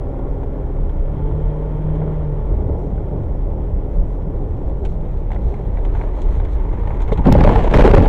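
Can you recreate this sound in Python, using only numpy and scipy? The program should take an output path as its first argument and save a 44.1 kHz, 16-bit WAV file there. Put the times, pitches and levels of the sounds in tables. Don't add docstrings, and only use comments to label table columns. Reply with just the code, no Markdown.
import sys
import numpy as np
from scipy import signal
from scipy.fft import rfft, irfft
from scipy.io import wavfile
from scipy.ndimage import uniform_filter1d

SR = 44100
rng = np.random.default_rng(int(sys.argv[2]) if len(sys.argv) > 2 else 0)


def wav_record(signal):
    frames = np.transpose(np.atleast_2d(signal))
    bounded = np.clip(frames, -1, 1)
    quanta = np.round(bounded * 32767).astype(np.int16)
    wavfile.write(sys.argv[1], SR, quanta)


N = 356328
TIME = np.arange(N) / SR
FREQ = np.maximum(np.arange(N // 2 + 1) * SR / N, 1)
SKID_S, BANK_S = 4.32, 7.25


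def undb(db):
    return 10 ** (np.asarray(db) / 20)


def unit(x):
    return x / np.sqrt(np.mean(x ** 2))


def curves(table):
    s, *columns = np.transpose(table)
    return [np.interp(TIME, s, c) for c in columns]


def noise():
    return rng.standard_normal(N)


def walk(rate):
    k = max(int(SR / rate), 1)
    steps = np.repeat(rng.standard_normal(N // k + 1), k)[:N]
    return unit(uniform_filter1d(steps, k))


def grains(rate, spread_db):
    size = undb(spread_db * np.minimum(rng.exponential(size=N), 4))
    return unit((rng.random(N) < rate / SR) * size * np.sign(noise()))


def colour(x, points):
    hz, db = np.transpose(points)
    gain = undb(np.interp(np.log(FREQ), np.log(hz), db)) / np.maximum(FREQ / hz[-1], 1) ** 4
    cepstrum = irfft(np.log(unit(gain) + 1e-6), N)
    cepstrum[1:N // 2] *= 2
    cepstrum[N // 2:] = 0
    fade = np.hanning(SR // 2)[-(SR // 4):]
    response = irfft(np.exp(rfft(cepstrum)), N)[:SR // 4] * fade
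    return signal.fftconvolve(x, response)[:N]


def ring(x, modes):
    t = TIME[:SR // 10]
    response = 0
    for k, (hz, width, db) in enumerate(modes):
        decay = np.exp(-np.pi * width * t)
        response = response + undb(db) * width * decay * np.sin(2 * np.pi * hz * t) * (-1) ** k
    return signal.fftconvolve(x, response / np.linalg.norm(response))[:len(x)]


def even_swell(x, share):
    power = uniform_filter1d(uniform_filter1d(x ** 2, size=800), size=600)
    return unit(x / (power + 0.015) ** (np.clip(share, 0, .9) / 2))


def strikes(times, levels_db, t60, rise):
    power = np.zeros(N)
    for s, db in np.broadcast(times, levels_db):
        start = int(s * SR)
        t = TIME[:min(N - start, SR // 2)]
        power[start:start + len(t)] += (undb(db - 60 * t / t60) * (1 - np.exp(-t / rise))) ** 2
    return np.sqrt(power)


def swell(start, attack, hold, t60, db):
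    t = TIME - start
    return np.clip(t / attack, 0, 1) * undb(db - 60 * np.maximum(t - attack - hold, 0) / t60)


def hump(s, width, db):
    return undb(db) * np.exp(-((TIME - s) / width) ** 2)


def skid(db, db_per_s):
    growth = undb(db_per_s * np.clip(TIME - SKID_S, 0, BANK_S - SKID_S))
    return swell(SKID_S, .05, BANK_S - SKID_S, .3, db) * growth


# (time [s], firing rate [Hz], level [dB])
ENGINE_RUN = [(0, 131.9, -33.5), (.6, 134.2, -34.5), (1.0, 139.1, -36.5), (1.22, 145.3, -33.5),
              (1.5, 149.8, -34), (1.75, 151.3, -36), (1.95, 155.3, -33.5), (2.15, 153.9, -34),
              (2.3, 147.8, -35), (2.5, 143.1, -35.5), (2.9, 139, -41), (4.5, 135.5, -38.5),
              (7.2, 119.1, -61.5)]
# (multiple of the four-stroke cycle, where 4 is the firing rate, relative level [dB])
ENGINE_ORDERS = [(4, -5.5), (6, -19), (8, -7), (9, -17.5), (10, -14.5), (11, -13), (12, -9.5), (13, -19.5),
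                 (14, -16), (15, -13.5), (16, -15.5), (17, -19), (24, -18.5)]
# (centre [Hz], width [Hz], lift [dB])
CABIN_RESONANCES = [(154.4, 12.2, 17), (439, 19, 3), (564, 10, 6)]
# (pitch [Hz], width [Hz], relative level [dB])
BLOCK_MODES = [(550, 91, -1.5), (860, 240, 1), (1117, 170, -2), (1400, 72, -6.5), (1760, 140, -14.5),
               (2150, 160, -21.5), (3420, 140, -31.5)]
# (pitch [Hz], width [Hz], relative level [dB])
PULL_MODE = [(3180, 75, 0)]
PULL_S, PULL_WIDTH_S, PULL_DB = 1.55, .7, -72


def engine():
    hz, db = curves(ENGINE_RUN)
    cycle = np.cumsum(hz * (1 + .0035 * walk(30))) / SR / 4
    tones = 0
    for order, order_db in ENGINE_ORDERS:
        lift_db = 0
        for centre, width, peak_db in CABIN_RESONANCES:
            lift_db = lift_db + peak_db / (1 + ((order * hz / 4 - centre) / width) ** 2)
        waver_db = np.minimum(0.32 * order * walk(12), 5)
        tone = np.sin(2 * np.pi * (order * cycle + rng.random()))
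        tones = tones + undb(order_db + lift_db + waver_db) * tone
    firing = (1 + np.cos(8 * np.pi * cycle)) ** 2
    clatter = ring(noise() * unit(firing), BLOCK_MODES)
    whine = hump(PULL_S, PULL_WIDTH_S, PULL_DB) * ring(noise(), PULL_MODE)
    return undb(db) * (np.sqrt(2) * tones + undb(-12) * clatter) + whine


# (time [s], wheel drone [dB], roar [dB], tread hiss [dB])
TYRE_LEVELS = [(0, -30.5, -31, -51.5), (.7, -29, -33, -50), (2, -26, -31.5, -46.5), (2.4, -27, -34, -49),
               (2.7, -24, -28.5, -50.5), (3.6, -25, -33, -51), (4.6, -26.5, -32, -52.5),
               (5.4, -25, -33, -50.5), (6.1, -29.5, -31.5, -46.5), (7.2, -29, -32, -48)]
# (time [s], boom level [dB])
ROAD_BUMPS = [(.83, -16.5), (1.0, -18), (1.25, -21.5), (1.451, -19), (1.92, -15.5), (2.53, -14.5),
              (4.0, -12), (4.87, -19.5), (5.47, -15), (5.97, -13), (6.272, -13.5), (6.39, -17),
              (6.871, -14.5)]
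# (frequency [Hz], relative level [dB])
BODY_BOOM_COLOUR = [(15, -12), (25, -8.5), (35, 1), (48, -5.5), (60, -10.5), (80, -19.5), (150, -34.5)]
# (frequency [Hz], relative level [dB])
WHEEL_DRONE_COLOUR = [(50, -16), (70, 4), (84, -7.5), (102, -1.5), (125, -9.5), (160, -9), (200, -13.5),
                      (240, -25)]
# (frequency [Hz], relative level [dB])
TYRE_ROAR_COLOUR = [(100, -13.5), (175, -0.5), (235, -4), (290, 1.5), (335, -1), (410, 2), (490, -2.5),
                    (570, -3.5), (690, -10), (870, -12), (1100, -26), (1400, -38.5)]
# (frequency [Hz], relative level [dB])
TREAD_HISS_COLOUR = [(500, -11), (860, 12.5), (1100, 6), (1400, 1), (1600, -4), (2050, -2.5), (2800, -13.5),
                     (3250, -11), (4000, -20.5), (4800, -31), (5600, -31), (6300, -29.5), (9000, -36)]
BUMP_WIDTH_S, BUMP_DRONE_DB = 0.045, -12
BOOM_DB, BOOM_DB_PER_S = -21, 1.5


def road():
    drone_db, roar_db, tread_db = curves(TYRE_LEVELS)
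    bumps = sum(hump(s, BUMP_WIDTH_S, db) for s, db in ROAD_BUMPS)
    boom_db = BOOM_DB + BOOM_DB_PER_S * np.maximum(TIME - SKID_S, 0) + 1.5 * walk(10)
    boom = np.hypot(undb(boom_db), bumps) * even_swell(colour(noise(), BODY_BOOM_COLOUR), share=0.55)
    drone_level = np.hypot(undb(drone_db + 1.6 * walk(9)), undb(BUMP_DRONE_DB) * bumps)
    drone = drone_level * even_swell(colour(noise(), WHEEL_DRONE_COLOUR), share=0.095)
    roar_grains = colour(grains(rate=3000, spread_db=1.5), TYRE_ROAR_COLOUR)
    roar = undb(roar_db + 0.96 * walk(14)) * roar_grains
    tread_grains = colour(grains(rate=6500, spread_db=2.5), TREAD_HISS_COLOUR)
    tread = undb(tread_db + 0.65 * walk(30)) * tread_grains
    return boom + drone + roar + tread


# (pitch [Hz], peak level [dB])
CAMERA_WHINE = [(7160, -86), (14320, -87.5)]
# (pitch [Hz], width [Hz], relative level [dB])
WHISTLE_MODE = [(5500, 190, 0)]
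HISS_DB, WHISTLE_DB = -74, -82


def electronics():
    whine = sum(undb(db) * np.sin(2 * np.pi * hz * TIME) for hz, db in CAMERA_WHINE)
    whistle = undb(WHISTLE_DB) * ring(noise(), WHISTLE_MODE)
    return undb(HISS_DB) * noise() + whine + whistle


# (time [s], level [dB], brightness [dB], t60 [s], strongest ring [Hz])
CABIN_RATTLES = [(.191, -37, -9, 0.017, 799), (0.431, -34, -19, 0.032, 900), (.434, -55, 14, .02, 6500),
                 (0.895, -38.5, -3, 0.032, 3300), (1.955, -43, 4.5, 0.046, 6500),
                 (2.017, -32.5, -18, 0.057, 846), (2.98, -38, -12, .025, 1440),
                 (4.411, -50, 12, .012, 7000), (4.850, -32.5, 12.5, 0.047, 2520),
                 (4.857, -40, 5.5, 0.049, 2700), (5.303, -31, -13, 0.036, 850),
                 (5.317, -24.5, -2, 0.03, 2050), (5.331, -29, -3, .03, 850), (5.346, -26.5, -2, .022, 840),
                 (5.360, -29.5, -15, 0.031, 2050), (5.384, -43, -11, 0.018, 2000),
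                 (5.54, -36.5, -1, 0.054, 2300), (5.771, -35, -12, 0.038, 2000),
                 (5.782, -36, -19, 0.025, 2000), (5.849, -28.5, -1.5, 0.066, 3150),
                 (5.95, -30, -8, 0.051, 3400), (6.013, -23.5, -11, 0.02, 2100),
                 (6.036, -32, -7, 0.049, 2100), (6.165, -48, 11, .06, 7000), (6.217, -46.5, 23, .05, 6600),
                 (6.4, -28, -6, 0.03, 3500), (6.449, -35.5, 4, 0.053, 2100), (6.53, -52, 14, .08, 6500),
                 (6.69, -37, -4, 0.049, 2100), (6.733, -35.5, -14, 0.035, 2100),
                 (6.873, -23.5, -7, 0.027, 1700), (6.905, -29.5, -11, .025, 2100),
                 (6.943, -32, -8, .025, 2100), (7.003, -30, 0, 0.06, 3500), (7.018, -34.5, 8, 0.064, 6500),
                 (7.079, -31.5, 1, 0.093, 2100), (7.123, -31, 11.5, 0.074, 3500),
                 (7.174, -24.5, -2, 0.067, 3300), (7.639, -29, 9, 0.041, 7000)]
# (frequency [Hz], relative level [dB])
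PLASTIC_COLOUR = [(300, -5.5), (850, 17.5), (1200, -11), (1450, 3), (1750, -5.5), (2100, -1.5),
                  (2700, -12.5), (3400, -10), (4200, -19), (4900, -29), (6000, -23.5), (8000, -27.5),
                  (15000, -59)]
RATTLE_RISE_S, RATTLE_RING_DB, RATTLE_Q = 0.00056, 0, 5
TICKS_PER_S, TICK_DB, TICK_DB_PER_S, TICK_SPREAD_DB = 13, -45.5, 2.5, 1


def rattles():
    chatter = colour(noise(), PLASTIC_COLOUR)
    dull = signal.sosfiltfilt(signal.butter(2, 2600, fs=SR, output="sos"), chatter)
    ticks = rng.random(N) < TICKS_PER_S / SR
    tick_db = TICK_DB + TICK_DB_PER_S * np.maximum(TIME - SKID_S, 0) + TICK_SPREAD_DB * noise()
    out = chatter * strikes(TIME[ticks], tick_db[ticks], t60=0.037, rise=.0005)
    t = TIME[:SR // 8]
    for s, db, bright_db, t60, ring_hz in CABIN_RATTLES:
        span = slice(int(s * SR), int(s * SR) + len(t))
        bright = chatter[span] - dull[span]
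        contact = undb(-0.19 * bright_db) * dull[span] + undb(bright_db) * bright
        knock = contact * undb(db - 60 * t / t60) * (1 - np.exp(-t / RATTLE_RISE_S))
        own_ring = signal.lfilter(*signal.iirpeak(ring_hz, RATTLE_Q, fs=SR), knock)
        out[span] += knock + undb(RATTLE_RING_DB) * own_ring
    return out


# (time [s], half length [s], level [dB])
ROAD_WET_PATCHES = [(.32, .05, -76), (2.833, 0.099, -74), (3.947, .05, -73), (4.12, 0.069, -74)]
# (frequency [Hz], relative level [dB])
WET_TYRE_COLOUR = [(3000, -14), (4200, 1.5), (4900, -14), (5600, 1.5), (7200, -5.5), (14000, -19.5)]


def wet_road():
    return sum(hump(*patch) for patch in ROAD_WET_PATCHES) * colour(noise(), WET_TYRE_COLOUR)


# (time [s], half length [s], slush level [dB], spray level [dB])
SLUSH_PATCHES = [(4.909, .04, -55, -65), (5.17, .06, -56, -71), (5.49, .09, -51, -66),
                 (6.005, 0.08, -40.5, -64), (6.202, 0.052, -54, -62), (6.335, 0.045, -43.5, -60),
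                 (6.54, 0.051, -56, -66), (7.006, 0.27, -45, -74)]
# (frequency [Hz], relative level [dB])
CLUMP_COLOUR = [(400, -6), (900, 24.5), (1400, 7.5), (2100, 6), (2800, -5.5), (3400, -10.5), (4200, -21),
                (4900, -29.5), (5700, -24.5), (7000, -23), (9000, -32.5), (15000, -36)]
SLUSH_DB, SLUSH_DB_PER_S = -63.5, 8.5


def slush():
    patches = sum(hump(s, width, db) for s, width, db, _ in SLUSH_PATCHES)
    flow = np.hypot(skid(SLUSH_DB, SLUSH_DB_PER_S), patches)
    return flow * undb(2.1 * walk(45)) * colour(grains(rate=800, spread_db=2.0), CLUMP_COLOUR)


# (frequency [Hz], relative level [dB])
DROPLET_COLOUR = [(1500, -20), (3000, -1), (3700, 3), (4300, 3), (4900, -20), (5700, -3.5), (7000, -6.5),
                  (9000, -13.5), (14000, -22)]
SPRAY_DB, SPRAY_DB_PER_S = -77, 1.5


def spray():
    patches = sum(hump(s, width, db) for s, width, _, db in SLUSH_PATCHES)
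    flow = np.hypot(skid(SPRAY_DB, SPRAY_DB_PER_S), patches)
    return flow * undb(1.5 * walk(35)) * colour(grains(rate=2500, spread_db=2.5), DROPLET_COLOUR)


# (time [s], panel drive [dB], crunch t60 [s], thud [dB], lurch drive [dB], favoured ring [Hz])
BODY_BLOWS = [(7.116, -2, 0.043, -26, -19, 454), (7.188, -19, 0.094, -13, -21, 796),
              (7.255, -0.5, 0.036, -9, -8, 920), (7.268, 0, 0.057, 1.5, -14, 350),
              (7.28, -6.5, 0.037, -13, -4.5, 900), (7.303, -16, 0.026, -16, -29, 714),
              (7.317, -5, 0.037, -2.5, -19, 714), (7.349, 1.5, 0.026, -7, -26, 686),
              (7.365, -7, 0.014, -16, -26, 796), (7.38, -3.5, 0.029, -5.5, -28, 890),
              (7.405, -2.5, 0.044, -4.5, -16, 895), (7.434, -5, 0.024, -3.5, -1, 570),
              (7.446, 2.5, 0.027, -13, -30, 600), (7.463, -6, 0.035, -9, -5, 590),
              (7.471, 0, 0.035, -12, -24, 716), (7.49, -3, 0.04, -13, -12, 900),
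              (7.501, -10, 0.067, -22, -30, 1150), (7.521, -11, 0.059, -15, -12, 850),
              (7.555, -2, 0.049, -8, -6.5, 855), (7.738, -4, 0.072, -25.5, -22, 2000),
              (7.755, -1, 0.055, .5, 0, 450), (7.786, -9, .055, -7, -22, 330),
              (7.809, -4, .045, -8, 0.5, 550), (7.82, 1, 0.023, -18, -19, 800),
              (7.843, -5.5, 0.079, -11, -8.5, 447), (7.869, 3, 0.05, -11, -8, 352),
              (7.902, 0, 0.058, -4.5, -11, 455), (7.934, 5.5, 0.077, -2.5, 1.5, 454),
              (7.966, -2, 0.042, -14, -12, 600), (7.977, 0.5, 0.047, -1, -15, 250),
              (8.001, -6.5, 0.086, -3.5, -31, 247), (8.023, -7, 0.052, -13, -16, 450),
              (8.056, -2, 0.039, -15, -8, 720)]
# (pitch [Hz], width [Hz], relative level before a blow favours some [dB])
PANEL_MODES = [(258, 107, -1), (349.5, 35, -1), (421, 79, -1), (575, 81, -2.5), (697, 100, -13.5),
               (849, 92, -3), (907, 250, -9.5), (1126, 156, -16), (1370, 190, -27), (2170, 160, -25),
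               (3460, 300, -42)]
# (frequency [Hz], relative level [dB])
BODY_THUD_COLOUR = [(30, -17.5), (70, 4.5), (120, -2), (180, -4.5), (300, -15), (500, -25.5)]
THUD_T60_S = 0.12
LURCH_HZ, LURCH_S = 33.1, 0.016


def blows():
    s, _, _, thud_db, _, _ = np.transpose(BODY_BLOWS)
    rumble = even_swell(colour(noise(), BODY_THUD_COLOUR), share=0.65)
    out = rumble * strikes(s, thud_db, THUD_T60_S, rise=0.0022)
    crunch = grains(rate=4000, spread_db=1.0)
    for s, db, t60, _, lurch_db, ring_hz in BODY_BLOWS:
        start = int(s * SR)
        t = TIME[:min(N - start, SR // 3)]
        span = slice(start, start + len(t))
        push = undb(db - 60 * t / t60) * (1 - np.exp(-t / .002))
        modes = []
        for hz, width, mode_db in PANEL_MODES:
            octaves = np.log2(hz / ring_hz)
            modes.append((hz, width, mode_db + 8 * np.exp(-(octaves / 0.45) ** 2)))
        build = 2 * t / LURCH_S * np.exp(-(t / LURCH_S) ** 2 / 2)
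        lurch = undb(lurch_db) * np.sin(2 * np.pi * LURCH_HZ * t) * build
        out[span] += ring(crunch[span] * push, modes) + lurch
    return out


# (start [s], attack [s], hold [s], fading t60 [s], level [dB], bright crackle relative to the rush [dB])
SNOW_SURGES = [(7.238, .012, .66, .18, -21.5, -32), (7.454, 0.011, .03, 0.45, -28, -26),
               (7.7, 0.016, 0.016, 0.045, -23, -27), (7.737, .002, 0.031, .027, -13.5, -14),
               (7.783, 0.0039, 0.042, 0.018, -13, -18), (7.84, 0.0035, 0.029, 0.19, -11.5, -21),
               (7.929, 0.011, 0.01, 0.025, -8, -22), (7.956, 0.0083, 0.059, 1, -18, -20)]
# (time [s], half length [s], level [dB])
BODY_HEAVES = [(7.3, 0.14, -14), (7.505, 0.14, -12), (7.696, 0.02, -10), (7.86, 0.11, -9)]
# (frequency [Hz], relative level [dB])
SNOW_RUSH_COLOUR = [(60, -3.5), (140, 7.5), (260, 1), (480, 4.5), (700, -0.5), (920, -4), (1300, -15.5),
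                    (2100, -20), (3300, -26.5), (4200, -35), (4800, -42), (7500, -45), (15000, -74)]
# (frequency [Hz], relative level [dB])
CRACKLE_COLOUR = [(600, 12), (1800, 12), (4000, -3.5), (5200, -11), (8000, -22), (15000, -28.5)]
CRACKLE_FLICKER_DB = 5


def plough():
    boom = even_swell(colour(noise(), BODY_BOOM_COLOUR), share=0.53)
    heave = sum(hump(*surge) for surge in BODY_HEAVES) * boom
    snow = undb(2.0 * walk(70)) * colour(grains(rate=3500, spread_db=3.5), SNOW_RUSH_COLOUR)
    flicker = undb(CRACKLE_FLICKER_DB * walk(110))
    crackle = flicker * colour(grains(rate=1100, spread_db=2.5), CRACKLE_COLOUR)
    rush = sum(swell(*wave) * (snow + undb(crackle_db) * crackle) for *wave, crackle_db in SNOW_SURGES)
    return heave + rush


# (time [s], level [dB], t60 [s])
OVERLOAD_CRACKLES = [(7.27, -15, 0.014), (7.341, -23, .02), (7.382, -20, 0.023), (7.408, -19.5, 0.024),
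                     (7.438, -13, 0.034), (7.474, -20, .02), (7.491, -19, .022), (7.558, -18.5, 0.035),
                     (7.737, -14.5, 0.069), (7.762, -10, .01), (7.773, -4, 0.012), (7.791, -16, .015),
                     (7.807, -15, .03), (7.816, -7.5, 0.017), (7.839, -12, .012), (7.852, -18, .025),
                     (7.894, -24, .015), (7.912, -13.5, 0.022), (7.943, -11, 0.022), (7.972, -16, 0.011),
                     (7.98, -13, 0.016), (8.023, -26, .02)]
# (frequency [Hz], relative level [dB])
CLICK_COLOUR = [(1000, 0), (3500, 0), (4800, -3), (7500, -8), (10000, -15), (15000, -21)]
BLOW_CRACKLE_DB, BLOW_CRACKLE_T60_S = -23, 0.018
CLICK_S, CLICK_DB, CLICK_T60_S = 7.325, -11, .009


def overload_crackle():
    in_bank = [blow[0] for blow in BODY_BLOWS if blow[0] > BANK_S]
    bursts = strikes(in_bank, BLOW_CRACKLE_DB, BLOW_CRACKLE_T60_S, rise=0.00058)
    for s, db, t60 in OVERLOAD_CRACKLES:
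        bursts = bursts + strikes([s], db, t60, rise=0.00072)
    click = strikes([CLICK_S], CLICK_DB, CLICK_T60_S, rise=0.00033)
    return colour(noise() * bursts, CRACKLE_COLOUR) + colour(np.sign(noise()) * click, CLICK_COLOUR)


THUMP_S = 7.264
THUMP_START_HZ, THUMP_END_HZ, THUMP_FALL_S = 329.2, 68.4, 0.062
THUMP_DB, THUMP_HOLD_S, THUMP_T60_S, THUMP_JUDDER_PER_S = -10.5, 0.13, 0.16, 180


def thump():
    age = np.maximum(TIME - THUMP_S, 0)
    hz = THUMP_END_HZ + (THUMP_START_HZ - THUMP_END_HZ) * np.exp(-age / THUMP_FALL_S)
    angle = 2 * np.pi * np.cumsum(hz) / SR
    body = unit(walk(THUMP_JUDDER_PER_S) * np.sin(angle) + walk(THUMP_JUDDER_PER_S) * np.cos(angle))
    return even_swell(body, share=0.31) * swell(THUMP_S, 0.0073, THUMP_HOLD_S, THUMP_T60_S, THUMP_DB)


def scene():
    driving = engine() + road() + rattles() + wet_road() + slush() + spray()
    crash = blows() + plough() + overload_crackle() + thump()
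    return (driving + crash + electronics())[None]


# (frequency [Hz], level, used relative to the first row [dB])
MIC_OVERLOAD_COLOUR = [(1000, 6), (4000, -7), (4800, -4.5), (7500, -6.5), (10000, -5.5), (15000, -5.5)]
TOP_HZ = 15800


def record(dry):
    ceiling, knee, limit = .77, 4.2, .72
    hz, db = np.transpose(MIC_OVERLOAD_COLOUR)
    response = undb(np.interp(FREQ, hz, db - db[0]))
    drive = irfft(rfft(dry) / response, N)
    rounded = drive / (1 + np.abs(drive / ceiling) ** knee) ** (1 / knee)
    sagging = signal.sosfilt(signal.butter(1, 3, "high", fs=SR, output="sos"), rounded)
    overloaded = irfft(rfft(sagging) * response, N)
    clipped = np.clip(overloaded, -limit, limit)
    return signal.sosfilt(signal.ellip(8, .2, 70, TOP_HZ, fs=SR, output="sos"), clipped)


dry = scene()
out = record(dry)
wav_record(out)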